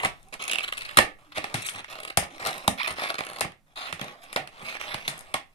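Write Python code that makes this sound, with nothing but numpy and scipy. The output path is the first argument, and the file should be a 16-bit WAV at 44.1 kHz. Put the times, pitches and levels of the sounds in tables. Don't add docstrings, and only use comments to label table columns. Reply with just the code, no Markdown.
import sys
import numpy as np
from scipy import signal
from scipy.fft import rfft, irfft, next_fast_len
from scipy.io import wavfile
from scipy.ndimage import uniform_filter1d, map_coordinates

SR = 44100
rng = np.random.default_rng(int(sys.argv[2]) if len(sys.argv) > 2 else 0)


def to_wav(sig):
    pcm = np.clip(np.atleast_2d(sig), -1, 1) * 32767
    pcm = np.round(pcm).astype(np.int16)
    wavfile.write(sys.argv[1], SR, pcm.T)


def rack_gain(trim_db):
    fader = np.asarray(trim_db, float)
    return 10 ** (fader / 20)


N = 244314

# t/s, skin level/dB, air tube minus skin/dB, crackle minus skin/dB
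SNAPS = [(.0337, -18.5, 5.5, -32), (.049, -13.5, -23, -5), (.0605, -28, -14, -30), (.34, -26.5, -28, -4),
         (.972, -4.5, -8, -1), (.9887, -7, 1, -4.5), (1.3811, -17, -2, -8.5), (1.4422, -18.5, -2.5, -10),
         (1.5429, -14, -7, -3.5), (1.6873, -19, -43, -26), (1.8443, -27, -13, -19), (2.1735, -9, -4.5, 4.5),
         (2.4716, -17, -8, 0), (2.6786, -12.5, 1, 4.5), (3.4091, -10.5, -3.5, -3.5),
         (3.4489, -32.5, 10.5, -4), (3.9267, -19, -11.5, -5), (3.9953, -24.5, -5, -36),
         (4.0139, -19, -4, -11), (4.0436, -26.5, -0.5, -9), (4.329, -24.5, -6.5, 2),
         (4.3618, -11.5, -2.5, -12), (4.3745, -38, 19, -16), (4.4745, -29, -3, -5.5),
         (4.8129, -25, -2.5, -5.5), (4.9434, -16.5, -5, -9.5), (5.079, -15.5, -10.5, 2.5),
         (5.3417, -14, -3, -4.5), (5.355, -40.5, -28, -21)]
# t/s, skin level/dB, crackle minus skin/dB
NIBBLES = [(.3328, -38, -2.5), (1.321, -33.5, -14), (2.3814, -33, -14.5), (2.777, -28, -9),
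           (3.5203, -36.5, -13), (4.6851, -26.5, -32.5), (5.1914, -39.5, 14), (5.2084, -34, 3),
           (.23, -55, 12), (.286, -58, 12), (5.316, -51, -1)]
# t/s, skin level/dB, crackle minus skin/dB
GRIPS = [(1.373, -24.5, -12), (2.4, -31, -14), (2.9841, -25.5, -28), (3.02, -23.5, -16),
         (3.0369, -22.5, -8), (3.058, -26, -14.5), (3.0704, -39, 0), (3.1899, -20.5, -7.5),
         (3.2069, -20.5, -12), (4.082, -29, -19), (5.1788, -37, 9), (4.752, -28, -11)]
NIBBLE_TUBE_DB, GRIP_TUBE_DB = -26, -1

# start t/s, end t/s, start skin level/dB, end skin level/dB, crackle minus skin/dB
SCRAPES = [(0.412, 0.48, -36, -44.5, -10), (0.476, 0.572, -38, -39, -13), (0.572, 0.62, -40, -41, -12),
           (0.62, 0.71, -43, -49, -16), (0.724, 0.77, -43, -49, -18), (0.77, 0.883, -46, -45, -20),
           (.883, 0.968, -43, -46, -20), (1.318, 1.331, -52, -42, -21), (1.347, 1.377, -42, -28.5, -10.5),
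           (1.54, 1.646, -33.5, -41, -11), (1.648, 1.701, -40, -49.5, 9), (1.881, 1.902, -48, -44, -26),
           (1.898, 1.935, -39, -39.5, -9.5), (2.782, 2.807, -32, -46, -20), (2.832, 2.864, -41, -38, -14),
           (2.959, 3.02, -41.5, -27, -22), (3.017, 3.097, -31, -36, -23), (3.183, 3.205, -24.5, -47, -20),
           (3.758, 3.803, -41.5, -36.5, -14), (3.808, 3.89, -37.5, -39.5, -13),
           (3.888, 3.917, -37, -41.5, -16), (4.203, 4.242, -63, -42.5, -0.5), (4.65, 4.772, -36, -39, -29),
           (4.796, 4.951, -39, -35, -22), (4.973, 5.08, -44.5, -43.5, -12)]
# start t/s, end t/s, start skin level/dB, end skin level/dB
RUBS = [(0, 0.024, -29.5, -45), (0.018, 0.06, -44, -23), (.105, 0.327, -62, -68),
        (0.325, 0.355, -39, -43.5), (0.392, 0.43, -45, -27), (1.185, 1.32, -59, -64),
        (1.404, 1.535, -47.5, -48.5), (1.708, 1.806, -48, -40), (1.932, 2.128, -48, -53),
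        (2.225, 2.292, -33, -65), (2.303, 2.377, -48, -48), (2.394, 2.46, -41, -35.5),
        (2.46, 2.557, -28, -50), (2.546, 2.685, -40, -46.5), (2.747, 2.797, -71, -50),
        (2.872, 2.947, -35.5, -45), (3.1, 3.126, -32, -44.5), (3.152, 3.16, -31, -49),
        (3.219, 3.408, -44, -46), (3.664, 3.742, -67, -66), (3.948, 4.005, -49.5, -54),
        (4.007, 4.158, -42, -51), (4.163, 4.327, -58, -51.5), (4.519, 4.662, -54.5, -41),
        (5.08, 5.225, -40.5, -53.5), (5.208, 5.332, -53.5, -56), (5.397, 5.536, -67, -71.5)]
SCRAPE_TUBE_DB, RUB_TUBE_DB, RUB_CRACKLE_DB = -8, -1, -15

# t/s, length/s, level/dB, crackle minus skin/dB
CHATTERS = [(.438, .004, -32, -1.5), (.451, 0.003, -30.5, -9.5), (.4784, 0.0032, -25.5, -5),
            (.483, .003, -29, -8), (.495, .005, -21, -17.5), (.539, 0.0034, -28, -10.5),
            (.59, .004, -23.5, -19), (3.088, 0.002, -35, -3), (3.182, 0.0025, -27, -20.5),
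            (.631, 0.0033, -29.5, -13), (.636, 0.0082, -26.5, -23.5), (.645, 0.003, -22, -28),
            (.678, 0.0064, -26.5, -22.5), (.687, 0.0035, -26.5, -22.5), (.723, 0.0043, -22.5, -23),
            (.733, 0.0051, -30, -20), (.77, 0.011, -32, -15), (.778, 0.0055, -28, -9.5),
            (.789, .003, -38, -2), (.807, 0.0047, -30.5, -15.5), (.818, 0.0059, -28, -17.5),
            (.83, .004, -42.5, -7.5), (.849, 0.0093, -29.5, -24), (.861, 0.0047, -36, -14.5),
            (.87, 0.0022, -39, -20), (.889, .006, -30, -22), (.901, .003, -40, -18),
            (.912, .003, -37, -9.5), (.934, .002, -43, -8), (.943, .003, -42, -10.5),
            (.953, .003, -46, -20.5), (.962, .003, -41.5, -12.5), (1.62, 0.011, -37, -0.5),
            (1.737, 0.0027, -33.5, -6), (1.747, .004, -31, -13), (1.758, .005, -27.5, -13),
            (1.78, 0.0017, -34, -10), (1.785, 0.0017, -29, -13), (1.791, 0.003, -28.5, -17),
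            (2.507, 0.0033, -29, -15), (2.5274, 0.0045, -25, -21), (2.539, 0.0038, -27, -18),
            (2.559, 0.0027, -40.5, -10.5), (2.578, 0.0047, -32, -9), (2.831, 0.002, -22, -11.5),
            (2.843, 0.0072, -31, -20), (2.911, .003, -35.5, -4), (2.924, 0.0035, -40.5, -1),
            (2.937, 0.0027, -42, -6)]
# t/s, length/s, level/dB, crackle minus skin/dB
NIPS = [(.422, 0.0055, -33.5, -2), (.512, 0.0065, -21.5, -5), (.522, 0.0021, -22, -16.5),
        (.5315, 0.0034, -22, -7), (.545, 0.0042, -28, -10), (.5555, 0.0027, -18.5, -13.5),
        (.584, 0.0033, -19, -16), (.605, 0.0026, -21.5, -25)]
# t/s, length/s, level/dB, crackle minus skin/dB
GNAWS = [(2.45, 0.0047, -25.5, -14.5), (2.461, 0.0028, -20.5, -12), (2.482, 0.0093, -28.5, -17.5),
         (2.491, 0.0037, -31, -26), (3.093, 0.0056, -28.5, -25), (3.101, 0.004, -19.5, -21),
         (3.109, 0.0025, -26, -20), (3.153, 0.0043, -32, -18), (3.249, 0.0031, -36, -6),
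         (3.2664, 0.0018, -23, -20), (3.2889, 0.0019, -30, -17), (3.298, 0.0039, -30.5, -18),
         (3.31, 0.0026, -38.5, -14), (3.3313, 0.0037, -34.5, -12), (3.3592, 0.0049, -30, -22.5),
         (3.3692, 0.0018, -32, -16.5), (3.385, 0.0028, -27, -23), (3.394, 0.0033, -35.5, -10),
         (1.936, 0.0017, -52.5, -10), (1.943, 0.0028, -47.5, -10), (1.954, 0.0029, -30, -17),
         (1.967, 0.0041, -49, -5), (1.984, 0.0061, -33, -19), (2.001, 0.0036, -30, -12.5),
         (2.031, 0.0063, -32.5, -11), (2.0494, 0.0029, -28, -11.5), (2.0744, 0.0095, -31.5, -18),
         (2.088, .003, -38, -13.5), (2.0998, 0.0061, -28.5, -22.5), (2.8727, 0.0047, -25.5, -13),
         (2.877, 0.0025, -23, -11.5), (2.883, 0.0026, -37, -7), (2.893, 0.003, -31, -10),
         (2.904, 0.0054, -29, -16), (3.1417, 0.003, -23, -19), (3.236, 0.0022, -26.5, -22)]
CHATTER_TUBE_DB, NIP_TUBE_DB, GNAW_TUBE_DB = -13.5, -10, -3.5
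GRAB_S, LET_GO_S = .0003, .0005

# t/s, slip rate f/Hz, level/dB, unevenness 0-1
SQUEALS = [
    [(1.645, 1000, -48, .1), (1.655, 1500, -40, .07), (1.666, 2500, -33, .05), (1.672, 3200, -35, .05),
     (1.676, 3600, -50, .03)],
    [(2.781, 3700, -44, .03), (2.785, 3150, -31, .03), (2.79, 2250, -37, .03), (2.796, 1500, -32, .05),
     (2.808, 900, -35, .08), (2.816, 1100, -34, .1), (2.821, 1250, -35, .12), (2.828, 1300, -39, .2)],
    [(2.843, 640, -36, .04), (2.852, 625, -34, .04), (2.858, 610, -40, .06), (2.869, 600, -46, .1)],
    [(3.757, 620, -52, .04), (3.764, 620, -45, .05), (3.79, 630, -46, .12), (3.81, 690, -43, .1),
     (3.845, 670, -44, .18), (3.868, 625, -43.5, .08), (3.885, 700, -43, .08), (3.895, 1400, -44, .03),
     (3.903, 2200, -46, .03)],
]
# t/s, f/Hz, peak level/dB, t60/s
TWANGS = [(0.034, 1017, -16.5, 0.07), (0.973, 4120, -9.5, 0.046), (0.9866, 1683, 9, 0.014),
          (0.988, 607, -7, 0.061), (1.688, 3120, -14, 0.015), (2.174, 750, -9, 0.067),
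          (2.679, 3880, -2.5, 0.012), (4.363, 741, -24.5, 0.24), (0.053, 2256, -35, 0.15),
          (5.079, 3620, -14, 0.019), (5.081, 4080, -22, .03), (5.3401, 3330, -14.5, .025),
          (5.354, 2250, -35, 0.035), (2.8315, 3160, -17, .012), (2.873, 3570, -21.5, 0.033),
          (4.365, 1500, -24.5, 0.1), (5.343, 1056, -17, 0.079)]
# t/s, peak level/dB, f/Hz, t60/s
THUDS = [(0.04, -30, 79, 0.076), (2.168, -31, 75, 0.13), (1.741, -37, 102, 0.14), (4.618, -37, 150, 0.091),
         (0.042, -23, 190, 0.098), (0.969, -13.5, 121, 0.019), (0.989, -20, 84.8, 0.028),
         (1.371, -34, 313, 0.19), (1.439, -63, 350, 0.11), (1.536, -15, 200, 0.045),
         (1.537, -28, 105, 0.058), (1.787, -42, 267, 0.066), (2.169, -16, 97, 0.027),
         (2.464, -36, 123, 0.09), (2.674, -17, 192, 0.054), (2.902, -33, 86, 0.097),
         (3.415, -33, 125, 0.084), (3.445, -28, 143.2, 0.072), (3.922, -35.5, 156, 0.099),
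         (4.006, -26, 190, 0.048), (4.357, -38.5, 147, 0.35), (4.939, -25.5, 164, 0.041),
         (5.076, -33, 167, 0.082), (5.335, -36, 191, 0.1)]
# t/s, length/s, f/Hz, level/dB
HUMS = [(.235, .085, 770, -53), (1.25, .1, 300, -53), (2.26, .14, 310, -51), (4.1, .16, 670, -51),
        (4.14, .17, 720, -51), (5.275, .016, 700, -49), (5.309, .016, 680, -48), (5.212, .016, 680, -48),
        (4.06, .11, 250, -50), (4.29, .07, 200, -55), (1.9, .24, 640, -50), (.19, .13, 210, -61),
        (.2, .12, 380, -63), (3.755, .05, 640, -44)]

# f/Hz, width/Hz, level/dB
SKIN = [(1314, 384, 0), (1775, 210, 4.5), (2152, 460, 3.5), (2727, 374, 4.5), (3255, 1006, 1),
        (4103, 1510, -0.5), (4844, 1160, -5.5)]
# f/Hz, width/Hz, level/dB
TAUT = [(1170, 230, -4.5), (1900, 870, -2.5), (2250, 140, 3.5), (2610, 170, 3.5), (3200, 780, -1.5),
        (4100, 610, -4)]
# f/Hz, width/Hz, level/dB
SLIDING = [(800, 600, -4), (1400, 450, 1), (1900, 600, 4), (2500, 500, 4), (3300, 900, -1), (4200, 800, -1)]
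# f/Hz, width/Hz, level/dB
TUBE = [(260, 425, -8), (636, 153, 1.5), (791, 78, 3), (1160, 231, 0)]
# f/Hz, width/Hz, level/dB
PINCHED = [(298.5, 380, -10), (654, 120, 0), (780, 39, 0.5), (1240, 280, -0.5)]
# f/Hz, width/Hz, level/dB
CRACKLE = [(5600, 3100, 1), (9370, 1300, 7.5), (11700, 2300, -2.5), (14100, 310, -16.5)]

# f/Hz, share 0-1
SCATTERED = [(1000, .05), (1900, .08), (2400, .5), (3200, .3), (3800, .15), (5000, .55), (9000, .7)]
# f/Hz, t60/s
ROOM = [(100, 0.2), (300, 0.29), (800, 0.25), (2000, 0.25), (5000, 0.2), (12000, 0.15)]
# f/Hz, share 0-1
SHARED = [(60, .95), (250, .75), (700, .35), (1500, .1), (4000, .05)]
SCATTER_T60_S = .005
CHATTER_ROOM_DB, SQUEAL_ROOM_DB = -8, -6
# f/Hz, left minus right level/dB
PORTS = [(500, -2.5), (1700, -4.5), (2500, -7), (3400, -0.5), (5000, 10.5), (7300, 9), (9000, 18.5),
         (14000, 16.5)]
# f/Hz, phase/rad
LEAD = [(0, .45), (720, .5), (1550, 2.8), (2600, 4), (3600, 6.1), (4050, 6.3), (7900, 23.8), (16000, 48)]
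# f/Hz, level/dB
TOP = [(12000, -5), (13000, -11), (14900, -10.5), (15400, -20), (16400, -36), (16700, -66)]

# f/Hz, density level/dB per Hz
HISS = [(88, -34.5), (150, 14), (480, -9.5), (941, -4), (2920, -16.5), (6500, -27), (9500, -27),
        (14800, -31)]
# f/Hz, density level/dB per Hz
RUMBLE = [(10, -2), (25, -7.5), (60, -24), (120, -17.5), (250, -44.5)]
# t/s, level/dB
RUMBLE_DB = [(0.0, -48), (0.62, -52), (1.03, -42), (1.14, -53), (4.75, -58.5), (4.81, -46), (5.54, -56)]


def latex():
    s, skin_db, tube_db, crackle_db = slips()
    drag_skin, drag_tube, drag_crackle = strokes()
    skin_grit = shifting(grit(rate=3500, spread_db=0.5, clump_db=2.2), depth_db=2.8)

    skin = bursts(s, skin_db, skin_db - 1.0, life=0.001031)
    skin = skin + rack_gain(5.5) * drag_skin * skin_grit

    tube = bursts(s, skin_db, skin_db + tube_db + 1.0, life=0.0008)
    tube = tube + rack_gain(5.0) * drag_tube * grit(rate=2400, spread_db=0.0, clump_db=1.5)

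    crackle = bursts(s, skin_db, skin_db + crackle_db - 7.0, life=0.00075)
    wrinkle_grit = 0.46 * skin_grit + 2.02 * grit(rate=5800, spread_db=0.0, clump_db=3.5)
    crackle = crackle + rack_gain(-7.0) * drag_crackle * wrinkle_grit
    return resonant(skin, SKIN) + resonant(tube, TUBE) + resonant(crackle, CRACKLE)


def slips():
    nibbles = [(s, db, NIBBLE_TUBE_DB, crackle) for s, db, crackle in NIBBLES]
    grips = [(s, db, GRIP_TUBE_DB, crackle) for s, db, crackle in GRIPS]
    return np.concatenate([SNAPS, nibbles, grips]).T


def bursts(s, skin_db, level_db, life):
    t = np.arange(SR // 50) / SR
    lives = life * rack_gain(.15 * (skin_db + 26.0))[:, None]
    shape = rack_gain(level_db)[:, None] * t / lives * np.exp(1 - t / lives)
    signs = np.sign(rng.standard_normal(shape.shape))
    force = shape * signs * rack_gain(1.3 * rng.standard_normal(shape.shape))
    at = np.round((s[:, None] - lives) * SR).astype(int) + np.arange(len(t))
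    direct = np.bincount(at.ravel(), force.ravel(), N + SR)[:N]
    strength = np.linalg.norm(force, axis=1) * rack_gain(.15 * (skin_db + 12))
    blow = np.bincount(np.round(s * SR).astype(int), strength, N)
    return np.array([direct, blow])


def strokes():
    out, t = np.zeros((3, N)), np.arange(N) / SR
    rubs = [(*row, RUB_TUBE_DB, RUB_CRACKLE_DB) for row in RUBS]
    scrapes = [(*row, SCRAPE_TUBE_DB, crackle_db) for *row, crackle_db in SCRAPES]
    for start, end, from_level, to_level, tube_db, crackle_db in rubs + scrapes:
        part = slice(round(start * SR), round(end * SR))
        skin_db = np.interp(t[part], [start, end], [from_level, to_level])
        out[:, part] = rack_gain(skin_db + [[0], [tube_db], [crackle_db]])
    return uniform_filter1d(out, SR // 400, axis=1)[:, None] * rack_gain([[-1.5], [-5]])


def grit(rate, spread_db, clump_db):
    hit = rng.random(N) < rate / SR
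    size = rack_gain(spread_db * rng.exponential(size=N) + clump_db * wobble(160))
    return unit(hit * size * rng.standard_normal(N))


def shifting(x, depth_db):
    z = signal.stft(x, nperseg=256)[2]
    field = uniform_filter1d(rng.standard_normal(z.shape), size=3, axis=0)
    field = uniform_filter1d(field, size=16, axis=1)
    return unit(signal.istft(z * rack_gain(depth_db * unit(field)), nperseg=256)[1][:N])


def chatters():
    force, t = np.zeros((3, N)), np.arange(SR // 40) / SR
    kinds = ((CHATTERS, CHATTER_TUBE_DB), (NIPS, NIP_TUBE_DB), (GNAWS, GNAW_TUBE_DB))
    for rows, tube_db in kinds:
        for s, length, db, crackle_db in rows:
            release = np.exp(-np.maximum(t - length, 0) / LET_GO_S)
            shape = (1 - np.exp(-t / GRAB_S)) * release
            gains = rack_gain(db + np.array([[0], [tube_db], [crackle_db]]))
            force[:, round(s * SR):][:, :len(t)] += gains * shape
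    signs = np.sign(rng.standard_normal((3, N)))
    force = force * signs * rack_gain(1.5 * rng.standard_normal((3, N)) + .8 * wobble(600))
    return resonant(force[0], TAUT) + resonant(force[1], PINCHED) + resonant(force[2], CRACKLE)


def squeals():
    out = np.zeros(N)
    for rows in SQUEALS:
        rate, db, uneven = curves(rows)
        phase = 2 * np.pi * np.cumsum(rate * (1 + uneven * wobble(500))) / SR
        live = (np.arange(N) > rows[0][0] * SR) & (np.arange(N) < rows[-1][0] * SR)
        pulses = np.zeros(N)
        for k in range(1, 10):
            pulses += rack_gain(-.9 * k) * np.cos(k * phase) * (k * rate < SR / 3)
        out += live * rack_gain(db + 2.5 * wobble(240)) * pulses
    return resonant(out, SLIDING) + rack_gain(-12) * resonant(out, TUBE) + rack_gain(-16) * resonant(out, CRACKLE)


def twangs():
    out, t = np.zeros(N + SR), np.arange(SR // 10) / SR
    for s, hz, db, t60 in TWANGS:
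        drift = 0.13 * np.cumsum(rng.standard_normal(len(t)))
        decay = rack_gain(db - 60 * t / t60) * (1 - np.exp(-t / 0.00018))
        out[round(s * SR):][:len(t)] += decay * np.sin(2 * np.pi * hz * t + drift)
    return out[:N]


def thuds():
    out, t = np.zeros(N + SR), np.arange(SR // 4) / SR
    dull = filtered(rng.standard_normal(N), lambda hz: (hz > 70) / (1 + (hz / 300) ** 4))
    dull = unit(dull)
    for s, db, hz, t60 in THUDS:
        swing = np.sin(2 * np.pi * hz * t) * rack_gain(-60 * t / 1.2)
        push = swing + 0.68 * np.resize(dull[round(s * SR):], len(t))
        decay = rack_gain(db - 60 * t / t60) * (1 - np.exp(-t / 0.00036))
        out[round((s + .008) * SR):][:len(t)] += decay * push
    waver, drift = wobble(70), wobble(54)
    for s, length, hz, db in HUMS:
        at = round(s * SR / 2)
        swell = np.sin(np.pi * np.clip(t / length, 0, 1)) ** 2
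        tone = np.sin(2 * np.pi * hz * t + 1.1 * drift[at:][:len(t)])
        out[round(s * SR):][:len(t)] += rack_gain(db + 3 * waver[at:][:len(t)]) * swell * tone
    return out[:N]


def scattered(x):
    out, step, t = np.zeros((2, N + SR)), SR // 8, np.arange(SR // 200) / SR
    for start in range(0, N, step):
        tail = rng.standard_normal((2, len(t))) * rack_gain(-60 * t / SCATTER_T60_S)
        tail = tail / np.linalg.norm(tail, axis=1, keepdims=True)
        wet = signal.fftconvolve(x[None, start:start + step], tail, axes=1)
        out[:, start:][:, :wet.shape[1]] += wet
    straight = filtered(x, lambda hz: np.sqrt(1 - along(SCATTERED, hz)))
    return straight + filtered(out[:, :N], lambda hz: np.sqrt(along(SCATTERED, hz)))


def room(x):
    out, step = np.zeros((2, N + SR)), SR // 5
    for start in range(0, N, step):
        hz, t, z = signal.stft(rng.standard_normal((2, SR // 3)), SR, nperseg=256)
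        decay = rack_gain(-60 * t / along(ROOM, hz)[:, None])
        tail = signal.istft(z * decay, SR, nperseg=256)[1]
        wet = signal.fftconvolve(x[None, start:start + step], tail / np.linalg.norm(tail[0]), axes=1)
        out[:, start + SR // 300:][:, :wet.shape[1]] += wet

    def split(hz):
        turn = np.arccos(np.clip(along(SHARED, hz), 0, 1)) / 2
        return np.array([np.cos(turn), np.sin(turn)])
    return filtered(out[:, :N], split)


def background():
    a, b, c, d = rng.standard_normal((4, N))
    hiss = unit(filtered(np.array([a + 0.22 * b, a - 0.34 * b]), lambda hz: rack_gain(along(HISS, hz))))
    low = unit(filtered(np.array([c + 0.44 * d, c - 1.0 * d]), lambda hz: rack_gain(along(RUMBLE, hz))))
    return rack_gain(-66.5) * hiss + rack_gain(curves(RUMBLE_DB)[0] + 1.8 * wobble(2.7)) * low


def resonant(x, modes):
    def response(f):
        h = 0
        for k, (centre, width, db) in enumerate(modes):
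            mode = 1j * f * width / (centre * centre - f * f + 1j * f * width)
            h = h + (-1) ** k * rack_gain(db) * mode
        return h / np.sqrt(np.mean(abs(h) ** 2))
    return filtered(x, response)


def filtered(x, response):
    m = next_fast_len(N + SR // 2)
    return irfft(rfft(x, m) * response(np.fft.rfftfreq(m, 1 / SR)), m)[..., :N]


def unit(x):
    return x / np.sqrt(np.mean(x ** 2) + 1e-20)


def along(points, hz):
    f, v = np.transpose(points)
    return np.interp(np.log(hz + 1), np.log(f + 1), v)


def curves(rows):
    s, *cols = np.transpose(rows)
    return [np.interp(np.arange(N) / SR, s, c) for c in cols]


def wobble(rate):
    knots = rng.standard_normal(int(N * rate / SR) + 4)
    return map_coordinates(knots, [np.arange(N) * rate / SR])


def scene():
    near, radiated = latex()
    squeal, ring, chatter = squeals(), twangs(), chatters()
    low = filtered(thuds(), lambda hz: 1j * hz / (60 + 1j * hz))
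    sent = radiated + rack_gain(CHATTER_ROOM_DB) * chatter + rack_gain(SQUEAL_ROOM_DB) * squeal
    shared, differing = rack_gain(-4.0) * room(sent + 0.44 * ring + 0.8 * low)
    side = np.array([[.5], [-.5]])

    def port(hz):
        lead = np.interp(hz, *np.transpose(LEAD))
        return rack_gain(side * along(PORTS, hz)) * np.exp(1j * side * lead)
    direct = scattered(near + chatter + squeal) + ring + low
    return filtered(direct + shared + 2 * side * differing, port) + background()


def band_limit(x):
    return signal.sosfilt(signal.butter(12, 16480, fs=SR, output="sos"), x)


def record(dry):
    x = filtered(dry, lambda hz: rack_gain(along(TOP, hz)))
    mix = x / (1 + abs(x) ** 12) ** (1 / 12)
    return band_limit(mix)


dry = scene()
out = record(dry)
to_wav(out)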